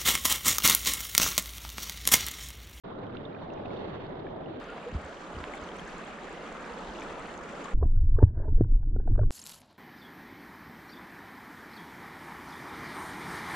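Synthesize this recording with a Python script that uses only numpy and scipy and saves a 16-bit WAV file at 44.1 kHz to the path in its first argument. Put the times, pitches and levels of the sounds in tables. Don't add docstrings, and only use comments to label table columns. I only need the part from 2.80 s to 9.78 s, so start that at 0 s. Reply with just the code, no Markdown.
import sys
import numpy as np
from scipy import signal
from scipy.fft import rfft, irfft, next_fast_len
from scipy.io import wavfile
from scipy.ndimage import uniform_filter1d

SR = 44100
rng = np.random.default_rng(int(sys.argv[2]) if len(sys.argv) > 2 else 0)


def master(y):
    cut = np.clip(np.atleast_2d(y).T, -1, 1)
    pcm = np.round(cut * 32767)
    wavfile.write(sys.argv[1], SR, pcm.astype(np.int16))


def boost_factor(decibels):
    exponent = np.asarray(decibels, float) / 20
    return 10 ** exponent


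N = 307818
TIME = np.arange(N) / SR
LEFT_RIGHT = np.array([[.5], [-.5]])


def in_time(rows):
    s, *columns = np.transpose(rows)
    return [np.interp(TIME, s, c) for c in columns]


def at_hz(points, hz):
    return np.interp(np.log(hz + 1), np.log(np.array(points)[:, 0]), np.array(points)[:, 1])


def rms_one(x):
    return x / np.sqrt(np.mean(x ** 2) + 1e-20)


def drift(rate, size):
    r = np.exp(-80 * np.pi * rate / SR)
    slow = signal.lfilter([1], [1, -2 * r, r * r], rng.standard_normal(size // 40 + 1002))[1000:]
    return np.interp(np.arange(size) / 40, np.arange(len(slow)), rms_one(slow))


def band(x, lo_hz, hi_hz, order=2):
    return signal.sosfilt(signal.butter(order, [lo_hz, hi_hz], "band", fs=SR, output="sos"), x)


def even(x, s):
    size = int(s * SR)
    power = uniform_filter1d(uniform_filter1d(x ** 2, size), size)
    return x / np.sqrt(power + 0.054 * np.mean(x ** 2))


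def ring(clicks, hz, t60):
    r, w = boost_factor(-60 / (t60 * SR)), 2 * np.pi * hz / SR
    return signal.lfilter([0, np.sin(w)], [1, -2 * r * np.cos(w), r * r], clicks + 1e-18)


def taps(rows, rise_ms):
    out = np.zeros(N + SR)
    ms = np.arange(int(SR * .15)) * 1000 / SR
    rise = np.sin(np.pi / 2 * np.clip(ms / rise_ms, 0, 1)) ** 2
    for (s, db, hz, fall_ms), phase in zip(rows, rng.random(len(rows))):
        shape = rise * np.exp(-np.clip(ms - rise_ms, 0, None) / fall_ms)
        at = round(s * SR)
        out[at:at + len(ms)] += boost_factor(db) * shape * np.sin(2 * np.pi * (hz * ms / 1000 + phase))
    return out[:N]


def swells(start, length, db, rise_db_per_s, fall_db_per_s, rest_db):
    start, length, db, fall = [np.reshape(v, (-1, 1)) for v in (start, length, db, fall_db_per_s)]
    t = TIME[::32]
    rise_db = rise_db_per_s * np.clip(start - t, 0, None)
    each = db - rise_db - fall * np.clip(t - start - length, 0, None)
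    return np.interp(TIME, t, np.maximum(each.max(axis=0), rest_db))


SCENES = [
    .036,
    1.8,
    4.94,
    6.5075,
]


def part(k):
    return slice(*[round(s * SR) for s in (SCENES + [N / SR])[k:k + 2]])


# f/Hz, share
FINE_SHARE = [(8300, 0.35), (9300, 0.94)]


def rush(k, spectrum, alike, patchy_db, lean=((100, 0), (200, 0)), top_db=0 * TIME, top=FINE_SHARE):
    size = part(k).stop - part(k).start
    fast = next_fast_len(size)
    hz = np.arange(fast // 2 + 1) * SR / fast
    share = np.clip(at_hz(alike, hz), -.6, 1)
    mid, side = rfft(rng.standard_normal((2, fast))) * boost_factor(at_hz(spectrum, hz))
    pair = np.sqrt(1 + share) * mid + np.sqrt(1 - share) * side * [[1], [-1]]
    pair = pair * boost_factor(at_hz(lean, hz) * LEFT_RIGHT)
    steps = 2 * np.log2(np.maximum(hz, 30) / 30)
    sound, together, splashes = np.zeros((2, size)), drift(2.2, size), drift(46, size)
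    for step in range(19):
        gain_db = patchy_db * (0.17 * together + drift(2.3, size) + 0.069 * step * splashes)
        sound += boost_factor(gain_db) * irfft(pair * np.clip(1 - abs(steps - step), 0, 1), fast)[:, :size]
    treble = irfft(rfft(sound, fast) * at_hz(top, hz), fast)[:, :size]
    sound += (boost_factor(top_db[part(k)]) - 1) * treble
    out = np.zeros((2, N))
    out[:, part(k)] = sound
    plain = np.mean(irfft(pair, fast).mean(axis=0) ** 2)
    return out / np.sqrt(1.464 * plain)


def add_bubble(out, s, db, hz, pan_db, cycles, rise, soft=0.25):
    turns = np.arange(int(5 * cycles / hz * SR)) * hz / SR
    tone = np.sin(2 * np.pi * turns * (1 + rise * turns / cycles))
    tone *= np.exp(-turns / cycles) * (1 - np.exp(-turns / soft)) ** 2
    at = round(s * SR)
    out[:, at:at + len(tone)] += (boost_factor(db + LEFT_RIGHT * pan_db) * tone)[:, :N - at]


def bubbles(k, spectrum, count, db, low_hz, span, cycles, wide_db):
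    out, start, end = np.zeros((2, N)), SCENES[k], (SCENES + [N / SR])[k + 1] - .02
    for when, pitch, loud, side, long in rng.random((count, 5)):
        hz = low_hz * span ** pitch
        level_db = db + at_hz(spectrum, hz) + 10 * np.log10(hz) - 3.0 * np.log(max(loud, .09))
        s, pan_db = start + when * (end - start), wide_db * (2 * side - 1)
        add_bubble(out, s, level_db, hz, pan_db, cycles * (0.7 + long), .05)
    return out


# f/Hz, level/dB per Hz
FAR_COLOUR = [(12, -28), (20, -5), (48, -16), (113, -4.5), (153, -5), (364, -3), (660, -6), (1260, -16.5),
              (2170, -26), (2340, -31), (3650, -29.5), (4460, -41), (4920, -47.5), (6630, -56.5),
              (7500, -58), (9750, -86), (16500, -120)]
# f/Hz, share
FAR_ALIKE = [(60, 0.86), (180, 1), (550, -0.028), (1650, 0.11), (3200, -0.15), (4970, -0.18), (7000, -0.76)]
# f/Hz, level/dB
FAR_LEAN = [(100, -2.5), (400, -0.1), (700, 0), (1300, -5), (2400, -7), (4400, -3), (8000, 4)]
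# t/s, level/dB
FAR_FLOW = [(.04, -41.5), (.3, -40), (.6, -40), (.95, -38), (1.35, -38.5), (1.8, -40.5)]
# t/s, length/s, level/dB
WAVES = [
    (.6, .02, 1.5),
    (.92, 0.33, 1.3),
    (1.7, .1, 1),
]
# f/Hz, share
SPARKLE_SHARE = [(2000, 0), (2500, 1.5), (4100, 2), (4450, 8), (4720, -0.5), (4800, 0.5), (8000, 3.5)]


def far_riffle():
    flow_db, = in_time(FAR_FLOW)
    sparkle_db = swells(*np.transpose(WAVES), 38, 38, -0.5)
    far = rush(0, FAR_COLOUR, FAR_ALIKE, patchy_db=1.58, lean=FAR_LEAN, top_db=sparkle_db, top=SPARKLE_SHARE)
    far += bubbles(0, FAR_COLOUR, count=300, db=-28.5, low_hz=205.6, span=12.46, cycles=3.94, wide_db=8.0)
    far += bubbles(0, FAR_COLOUR, count=120, db=-25.5, low_hz=2076, span=3.1, cycles=7.9, wide_db=15.5)
    return far * boost_factor(flow_db - 0.5) * np.clip((TIME - SCENES[0]) / 0.0093, 0, 1)


# t/s, peak level/dB, f/Hz, pan/dB
FAR_DRIPS = [(.1166, -43, 1050, 8.5), (.2673, -53, 3150, -8), (0.3516, -47, 1420, -20),
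             (0.368, -53, 2680, -13), (.548, -52, 2380, -16), (.565, -48, 1600, -4),
             (.7028, -47.5, 2620, -6), (.735, -67, 6060, -5), (.858, -49.5, 2510, -16),
             (.905, -47, 2180, -4), (0.9688, -53, 3370, -16), (1.4669, -48, 2239, 0),
             (1.4674, -44, 1670, 3), (1.6603, -51, 2800, -12)]
# t/s, peak level/dB, f/Hz, pan/dB
NEAR_DRIPS = [(1.8426, -56, 6100, 0), (1.9021, -59, 6800, 6), (2.141, -52, 4800, 4), (2.2495, -54, 7640, 6),
              (2.5229, -61, 8957, -1), (2.6385, -45, 2080, -6), (2.64, -42, 1030, -4),
              (2.737, -44.5, 2110, 24), (2.7376, -53, 7400, -3), (2.7533, -53.5, 7300, -3),
              (2.7539, -59, 9991, 6), (2.838, -49, 6160, -3), (2.889, -45.5, 3080, 12),
              (2.9681, -55, 8050, 15), (2.9857, -51, 6230, -2), (2.995, -44, 3140, 10),
              (3.0023, -59, 10200, -1), (3.0766, -50, 6373, -8), (3.182, -47.5, 7000, 0),
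              (3.2511, -54, 8200, 4), (3.387, -41, 1750, 2), (3.5274, -54, 7235, 0),
              (3.6763, -58, 5512, -5), (4.189, -45, 3340, 1), (4.209, -49, 6201, -6),
              (4.22, -38.5, 2300, 4), (4.3963, -52, 7600, 4), (4.577, -48.5, 6340, -6),
              (4.843, -43.5, 6850, 0), (4.849, -50, 4570, 0)]


def drips():
    out = np.zeros((2, N))
    for s, db, hz, pan_db in FAR_DRIPS + NEAR_DRIPS:
        add_bubble(out, s, db + 6.0, hz, pan_db, 4.2 * (hz / 1000) ** 0.31, .012)
    return out


# t/s, peak level/dB, low
# f/Hz, high f/Hz, pan/dB
SNAPS = [(0.37, -38.5, 2490, 3860, -14), (.737, -56, 4800, 6700, 12), (.94, -54, 3400, 5200, -6),
         (1.266, -54, 4100, 4900, -7), (2.6405, -29.5, 900, 3440, -5), (5.155, -69, 1500, 8070, -2.5),
         (5.166, -66, 1500, 8000, -2.5), (5.176, -65, 1500, 8000, -3), (5.345, -56, 1800, 4850, -2),
         (5.366, -66.5, 1800, 5000, 0.5), (5.412, -60, 1800, 5000, -1), (5.377, -69.5, 1800, 5000, -5),
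         (5.74, -66, 1800, 6000, 4), (5.771, -65, 1900, 8000, 2.5), (6.285, -65.5, 2100, 6980, 0),
         (6.312, -65, 1700, 4000, 0)]


def sharp_snaps():
    out = np.zeros((2, N))
    for s, db, low_hz, high_hz, pan_db in SNAPS:
        pop = band(signal.unit_impulse(400), low_hz, high_hz, order=4)
        at = round(s * SR)
        out[:, at:at + 400] += boost_factor(db + LEFT_RIGHT * pan_db) * pop / pop.max()
    return out


# t/s, peak level/dB, f/Hz, pan/dB, cycles rung
GLUGS = [
    (0.452, -38, 3560, -17, 9.4),
    (1.884, -35, 1383, -1, 24),
    (2.06, -25.5, 461, -0.5, 9.2),
    (4.854, -27, 1070, 9.4, 4.4),
]


def glugs():
    out = np.zeros((2, N))
    for s, db, hz, pan_db, cycles in GLUGS:
        add_bubble(out, s, db, hz, pan_db, cycles, 12.0 / hz, soft=0.28 * cycles)
    return out


# f/Hz, level/dB per Hz
NEAR_COLOUR = [(12, -54), (20, -2), (54, -6), (101, -13.5), (122, -19), (148, -6), (174, -1.5), (249, -3),
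               (468, -3.5), (687, -6.5), (1290, -7), (3020, -20), (5100, -30.5), (5500, -29.5),
               (7250, -26.5), (11000, -49), (13900, -61.5), (14400, -90)]
# f/Hz, share
NEAR_ALIKE = [(60, 0.56), (170, 1), (380, 0.97), (900, 0.65), (2400, 0.38), (5000, 0.67), (7500, -0.37),
              (15000, 0.38)]
# f/Hz, level/dB
NEAR_LEAN = [(100, -2), (400, -1.5), (800, -2.5), (1300, 0.2), (2400, 0.7), (5000, .1)]
# t/s, level/dB
NEAR_FLOW = [(1.8, -41.5), (2.3, -42.5), (2.65, -41.5), (3.0, -41), (3.8, -41.5), (4.2, -40), (4.94, -40.5)]
# t/s, length/s, level/dB
SPRAY = [
    (2.4, 2.6, -1.5),
]
# f/Hz, share
SPRAY_SHARE = [(5150, 0.1), (5350, 1), (9000, 0.91), (11500, 0.087)]


def near_water():
    flow_db, = in_time(NEAR_FLOW)
    spray_db = swells(*np.transpose(SPRAY), 17, 0, -10)
    near = rush(1, NEAR_COLOUR, NEAR_ALIKE, patchy_db=1.12, lean=NEAR_LEAN, top_db=spray_db, top=SPRAY_SHARE)
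    near += bubbles(1, NEAR_COLOUR, count=700, db=-30, low_hz=403.2, span=9, cycles=7, wide_db=-7.5)
    pops = bubbles(1, NEAR_COLOUR, count=500, db=-23.0, low_hz=2288, span=8.73, cycles=5.5, wide_db=11.5)
    near += boost_factor(spray_db) * pops
    return near * boost_factor(flow_db) * np.clip((SCENES[2] + 0.01 - TIME) / 0.0058, 0, 1)


# t/s, f/Hz
REACH = [(2.9, 14100), (3.4, 13000), (3.9, 13400), (4.9, 14400)]


def ceiling(x):
    edge_hz = (in_time(REACH)[0] + 450 * drift(10, N))[part(1)]
    out, size = x.copy(), len(edge_hz)
    fast = next_fast_len(size)
    tones, hz = rfft(x[:, part(1)], fast), np.arange(fast // 2 + 1) * SR / fast
    for low_hz in np.arange(12400, 16400, 400):
        shut = np.clip((low_hz - edge_hz) / 100 + 2, 0, 1)
        out[:, part(1)] -= shut * irfft(tones * (abs(hz - low_hz - 200) < 200), fast)[:, :size]
    return out


# t/s, peak level/dB, f/Hz
BUMPS = [
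    (2.127, -32.5, 60.6),
    (2.15, -21, 64.5),
    (2.241, -38.5, 65.6),
    (2.545, -37, 96),
    (2.567, -32, 65.8),
    (2.602, -35.5, 64),
    (2.818, -39.5, 67),
    (4.08, -39.5, 48.7),
]


def hand_bumps():
    out = np.zeros((2, N))
    for s, db, hz in BUMPS:
        add_bubble(out, s, db + 5.5, hz, 0, .9, .03)
        add_bubble(out, s - .004, db - 4.5, 2.7 * hz, 0, 1.3, -.04)
    return out


# t/s, length/s, level/dB, buffeting f/Hz
SURGES = [(4.934, 0.038, -15, 17), (5.041, 0.07, -18, 24), (5.184, 0.016, -14, 24), (5.31, 0.058, -13, 16),
          (5.408, 0.0063, -19, 22), (5.611, 0.0083, -22.5, 20), (5.751, 0.035, -15.5, 19),
          (5.917, 0.098, -15.5, 31), (6.091, 0.11, -20.5, 29), (6.319, 0.033, -14, 21),
          (6.475, .02, -15.5, 19)]


def buffeting():
    s, length, db, hz = np.transpose(SURGES)
    turns = np.cumsum(np.interp(TIME, s + length / 2, hz)) / SR
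    level_db = swells(s, length, db, 169, 169, -42)
    eddies = even(band(rng.standard_normal(N), 8, 38, order=4), .06)
    return boost_factor(level_db) * (0.87 * np.sin(2 * np.pi * turns) + 0.52 * eddies)


# t/s, level/dB
GURGLE = [(4.93, -47.5), (5.2, -49), (5.38, -48), (5.52, -52), (5.6, -45.5), (5.76, -49.5), (6.05, -51.5),
          (6.18, -43), (6.5, -48)]


def gurgling():
    level_db, = in_time(GURGLE)
    noise = rms_one(band(rng.standard_normal(N), 90, 330, order=4))
    return boost_factor(level_db - 0.5 + 3.7 * drift(35, N)) * noise


# f/Hz, level/dB, t60/s
HOUSING = [(340, -2, .03), (440, -1, .045), (580, -2, .04), (710, -2, .05), (960, -6, .04),
           (1250, -5, .025), (1550, -1, .035), (1750, -5, .025)]
# t/s, length/s, level/dB, rasp against scrape/dB
DRAGS = [
    (5.007, 0.043, -50.5, -24.5),
    (5.161, 0.023, -63, -9.5),
    (5.371, 0.058, -47, -15.5),
    (5.482, 0.026, -59.5, -13.5),
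    (5.572, 0.067, -48.5, -12),
    (5.666, .015, -49, -24.5),
    (5.752, 0.07, -61.5, -10),
    (6.153, .06, -66.5, -17.5),
    (6.277, 0.051, -59.5, -15),
    (6.356, 0.067, -59, -15),
]


def scraping():
    s, length, db, bright_db = np.transpose(DRAGS)
    scrape_db = swells(s, length, db, 447, 447, -65)
    rasp_db = swells(s, length, db + bright_db, 447, 447, -82.5)
    grit = (rng.random(N) < 900 / SR) * np.sign(rng.standard_normal(N))
    grit = grit * boost_factor(3 * np.minimum(rng.exponential(1, N), 3))
    low, high = [rms_one(sum(ring(grit, hz, t60 * .6) * (-.68) ** k for k, (hz, db, t60) in enumerate(modes)))
                 for modes in (HOUSING[:5], HOUSING[5:])]
    scrape = boost_factor(scrape_db) * band(low, 330, 1700, order=3) + boost_factor(rasp_db) * band(high, 1350, 2500)
    edge = boost_factor(rasp_db - 19.0) * rms_one(band(grit, 1850, 2100, order=3))
    return scrape, edge


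# t/s, level/dB, f/Hz, dying time/ms
TAP_RINGS = [(5.012, -57, 973, 26), (5.024, -27.5, 413, 4.4), (5.03, -37, 696, 6.5), (5.045, -60, 900, 7.1),
             (5.205, -60, 697, 2.6), (5.384, -27, 424, 5.3), (5.387, -50, 804, 2.7), (5.401, -45, 883, 15),
             (5.419, -32, 420, 6.5), (5.425, -33, 838, 3), (5.468, -61, 872, 6), (5.488, -70, 904, 5),
             (5.571, -58, 764, 5), (5.571, -42, 353, 9.2), (5.598, -41, 557, 4), (5.617, -47, 592, 5.4),
             (5.63, -53, 876, 6), (5.635, -44.5, 370, 6), (5.644, -55.5, 885, 6), (5.652, -46, 630, 10),
             (5.678, -50.5, 903, 12), (5.679, -38, 423, 9.7), (5.78, -43.5, 448, 10), (5.845, -49, 450, 3.3),
             (5.842, -55.5, 930, 2.8), (6.029, -55, 792, 3), (6.16, -34, 412, 2), (6.161, -50.5, 754, 3),
             (6.197, -38, 395, 2.8), (6.199, -52, 810, 3.3), (6.274, -36.5, 707, 3.7), (6.275, -44, 458, 7.4),
             (6.31, -58, 794, 4.6), (6.356, -49, 646, 2.5), (6.376, -52.5, 795, 3), (6.379, -35.5, 430, 4.9),
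             (6.388, -44, 895, 4.2), (6.39, -29.5, 610, 5.8), (6.412, -35.5, 394, 4.4),
             (6.431, -37, 420, 4.7), (6.431, -53, 756, 3.2),
             (5.026, -37.5, 1060, 1.9), (5.026, -60, 1590, 2), (5.165, -66, 1450, 3.3),
          (5.343, -64, 1340, 3.2), (5.364, -54.5, 1100, 4.9), (5.386, -43.5, 1205, 3.2),
          (5.386, -45, 1550, 2.6), (5.403, -66, 1668, 3.3), (5.425, -49, 1630, 3), (5.471, -74, 1660, 9.9),
          (5.573, -62.5, 1420, 7), (5.586, -63.5, 1680, 4), (5.606, -60, 1480, 4), (5.622, -59, 1640, 4),
          (5.644, -65, 1500, 4), (5.654, -67, 1668, 4.5), (5.683, -61, 1410, 3.3), (5.717, -70.5, 1356, 5),
          (5.806, -62, 1710, 2.7), (5.805, -62, 1356, 3), (5.843, -58.5, 1442, 1.4),
          (5.921, -76, 1460, 6.3), (6.028, -63.5, 1470, 1.9), (6.052, -74, 1480, 6),
          (6.162, -55.5, 1406, 3.4), (6.198, -59.5, 1475, 3), (6.203, -69, 1700, 6),
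          (6.215, -68.5, 1604, 3.1), (6.236, -71, 1550, 5.3), (6.274, -52, 1470, 1.6), (6.31, -70, 1664, 2),
          (6.343, -66, 1658, 4), (6.355, -53, 1205, 2.7), (6.356, -60.5, 1540, 1.8), (6.376, -52, 1184, 3),
          (6.376, -55.5, 1518, 3.2), (6.389, -46, 1528, 1.8), (6.412, -52, 1399, 4), (6.42, -61, 1260, 3.4),
          (6.429, -50.5, 1105, 5.2), (6.43, -56, 1530, 4.9)]


def stone_taps():
    return boost_factor(5.5) * taps(TAP_RINGS, rise_ms=2.5)


# t/s, level/dB
THUDS = [
    (5.031, -22.5),
    (5.3903, -31.5),
    (5.432, -3),
    (5.69, -28),
    (5.812, -22),
]


def thuds():
    s, db = np.transpose(THUDS)
    blows = np.zeros(N)
    blows[(s * SR).astype(int)] = boost_factor(db)
    boom = ring(blows - 0.73 * np.roll(blows, 235), 94, 0.061)
    return boom + 0.37 * ring(np.roll(blows, -270), 245, 0.017)


# t/s, level/dB
FLEXES = [(5.032, -19.5), (5.175, -26), (5.238, -22), (5.354, -23.5), (5.465, -23), (5.58, -27.5),
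          (5.701, -23), (5.76, -30), (5.824, -20), (5.999, -33), (6.152, -28), (6.27, -37.5), (6.33, -22.5),
          (6.416, -19)]


def flex_boom():
    s, db = np.transpose(FLEXES)
    level_db = swells(s, 0, db, 299, 254.5, -37)
    return boost_factor(level_db + 0.5) * even(band(rng.standard_normal(N), 55.2, 112.2, order=4), 0.0097)


# t/s, peak level/dB, middle of the modes struck f/Hz, dullness/dB per octave off it
KNOCKS = [
    (5.424, -2.5, 327, 29.5),
    (5.806, -3, 333, 21.5),
]


def knocks():
    s, peak_db, middle_hz, dull_db = np.transpose(KNOCKS)
    at, scatter_db = (s * SR).astype(int), rng.normal(0, 4.0, (len(s), len(HOUSING)))
    out = np.zeros(N)
    for k, (hz, db, t60) in enumerate(HOUSING):
        off_db = dull_db * abs(np.log2(hz / middle_hz))
        blows = np.zeros(N)
        blows[at] = boost_factor(peak_db + db - 2.0 + scatter_db[:, k] - off_db) * (-1) ** k
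        contact = signal.windows.hann(int(1.3 * SR / hz))
        out += ring(np.convolve(blows, 2.15 * contact / contact.sum())[:N], hz, 0.71 * t60)
    return out


def underwater():
    scrape, edge = scraping()
    body = buffeting() + flex_boom() + gurgling() + scrape + knocks() + stone_taps() + thuds()
    leak = boost_factor(-14.0) * band(body, 1800, 3400, order=3) + edge
    body = signal.sosfilt(signal.cheby1(8, 1, 1800, fs=SR, output="sos"), body) + leak
    body += boost_factor(-96.5) * rms_one(band(rng.standard_normal(N), 1100, 2800))
    fizz = rms_one(band(rng.standard_normal(N), 1900, 4900, order=1))
    body += boost_factor(-48) * uniform_filter1d(abs(body) ** 3, 400) * fizz
    end = part(2).stop
    last = np.clip(1 - (end / SR - TIME) / 0.013, 0, 1) ** 2
    body += (0.076 - body[end - 1]) * last
    body *= np.clip((TIME - 4.93) / 0.012, 0, 1) * (np.arange(N) < end)
    return signal.sosfilt(signal.cheby2(10, 60, 11500, fs=SR, output="sos"), body)


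# t/s, level/dB
BREEZE = [(6.515, -63.5), (6.65, -56), (6.82, -59), (6.98, -62.5)]
# f/Hz, level/dB per Hz
AIR_COLOUR = [(18, -46), (30, -0.5), (103, 2.5), (223, 4), (395, -4.5), (569, -2), (919, -2.5), (984, -4),
              (1350, -8), (4140, -13.5), (7000, -30), (9100, -35), (14000, -39), (15400, -63)]


def breeze():
    level_db, = in_time(BREEZE)
    return boost_factor(level_db) * rush(3, AIR_COLOUR, [(50, .99), (5000, 1.0)], patchy_db=2.5)


# t/s, level/dB, f/Hz
NEEDLES = [(6.523, -48, 5200), (6.532, -57, 4520), (6.533, -53, 8505), (6.538, -47, 6578),
           (6.549, -47, 7375), (6.554, -46, 11340), (6.554, -47, 6500), (6.564, -52, 7515),
           (6.576, -46, 4400), (6.592, -41, 5135), (6.595, -46, 10400), (6.599, -42, 7500),
           (6.602, -46, 9300), (6.616, -39, 6530), (6.626, -47, 5570), (6.639, -48, 9549),
           (6.639, -40, 7400), (6.663, -55, 4970), (6.664, -45, 3920), (6.671, -48, 7700),
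           (6.684, -53, 5781), (6.687, -52, 7030), (6.694, -52, 7300), (6.693, -44, 4420),
           (6.695, -53, 9700), (6.696, -56, 10600), (6.714, -53, 9571), (6.722, -45, 3800),
           (6.757, -49, 10475)]


def needle_flicks():
    return boost_factor(2.0) * taps([(*row, 1.4) for row in NEEDLES], rise_ms=0.66)


# f/Hz, level/dB per Hz
LEAF_COLOUR = [(880, -15), (1500, -2.5), (1920, -7), (2400, -17), (2620, -7), (3600, -10), (4190, 3),
               (5850, -2), (7330, 2), (8820, -7), (11400, 0), (15600, -23.5)]
# t/s, length/s, level/dB, dying away/dB per s, fine rustle/dB
BRUSHES = [
    (6.525, 0.11, -52, 603, 4),
    (6.658, 0.039, -45, 115, -1.5),
    (6.803, 0.0089, -57.5, 1200, 19),
]


def leaves():
    s, length, db, fall_db, bright_db = np.transpose(BRUSHES)
    lifted_db = 18.0 * np.clip((TIME - 6.788) / 0.0082, 0, 1)
    rustle_db = swells(s, length, db, 820, fall_db, -63.5) - lifted_db
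    fine_db = swells(s, length, db + bright_db - 7.0, 900, fall_db, -70) - lifted_db
    alike = [(100, .99), (8000, 0.98), (11000, 0.79), (13000, .1), (15000, 0.05)]
    out = rush(3, LEAF_COLOUR, alike, patchy_db=2.5, top_db=fine_db - rustle_db + 5.5)
    out += bubbles(3, LEAF_COLOUR, count=150, db=-33.0, low_hz=3800, span=0.61, cycles=3.3, wide_db=11.0)
    return out * boost_factor(rustle_db - 1.5 + 1.5 * drift(120, N)) * np.clip((TIME - 6.508) / .012, 0, 1)


# t/s, level/dB, low f/Hz, high f/Hz
TICKS = [(6.5538, -45.5, 4000, 13000), (6.579, -38, 1500, 4500), (6.642, -46, 5500, 11000),
         (6.665, -29.5, 2500, 14500), (6.671, -32, 2500, 14000), (6.695, -35, 2500, 12000),
         (6.6952, -37, 2000, 9000), (6.7009, -35, 2000, 12000), (6.716, -39, 6000, 13000),
         (6.759, -46, 8500, 13000), (6.817, -40, 1500, 6500), (6.9107, -56, 11000, 15600),
         (6.9284, -57, 2000, 12000)]


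def twig_ticks():
    out = np.zeros(N)
    for s, db, low_hz, high_hz in TICKS:
        at = round(s * SR)
        burst = rms_one(rng.standard_normal(200)) * np.exp(-np.arange(200) / 30.)
        out[at:at + 200] += boost_factor(db) * band(burst, low_hz, high_hz)
    return out * boost_factor(np.array([[.9], [-.9]]))


def scene():
    drops = drips() + sharp_snaps() + glugs() + hand_bumps()
    far = far_riffle() + drops * (TIME < SCENES[1])
    far = signal.sosfilt(signal.cheby2(16, 45, 7450, fs=SR, output="sos"), far)
    near = ceiling(near_water() + drops * (TIME >= SCENES[1]))
    bank = breeze() + needle_flicks() + leaves() + twig_ticks()
    return far + near + underwater() + bank


def band_limit(x):
    return signal.sosfilt(signal.butter(12, 15720, fs=SR, output="sos"), x)


def record(dry):
    hiss = boost_factor(-104) * rng.standard_normal(dry.shape) * (TIME > SCENES[0])
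    cut = signal.sosfilt(signal.cheby2(12, 50, 16100, fs=SR, output="sos"), dry)
    return band_limit(cut + hiss)


dry = scene()
out = record(dry)
master(out)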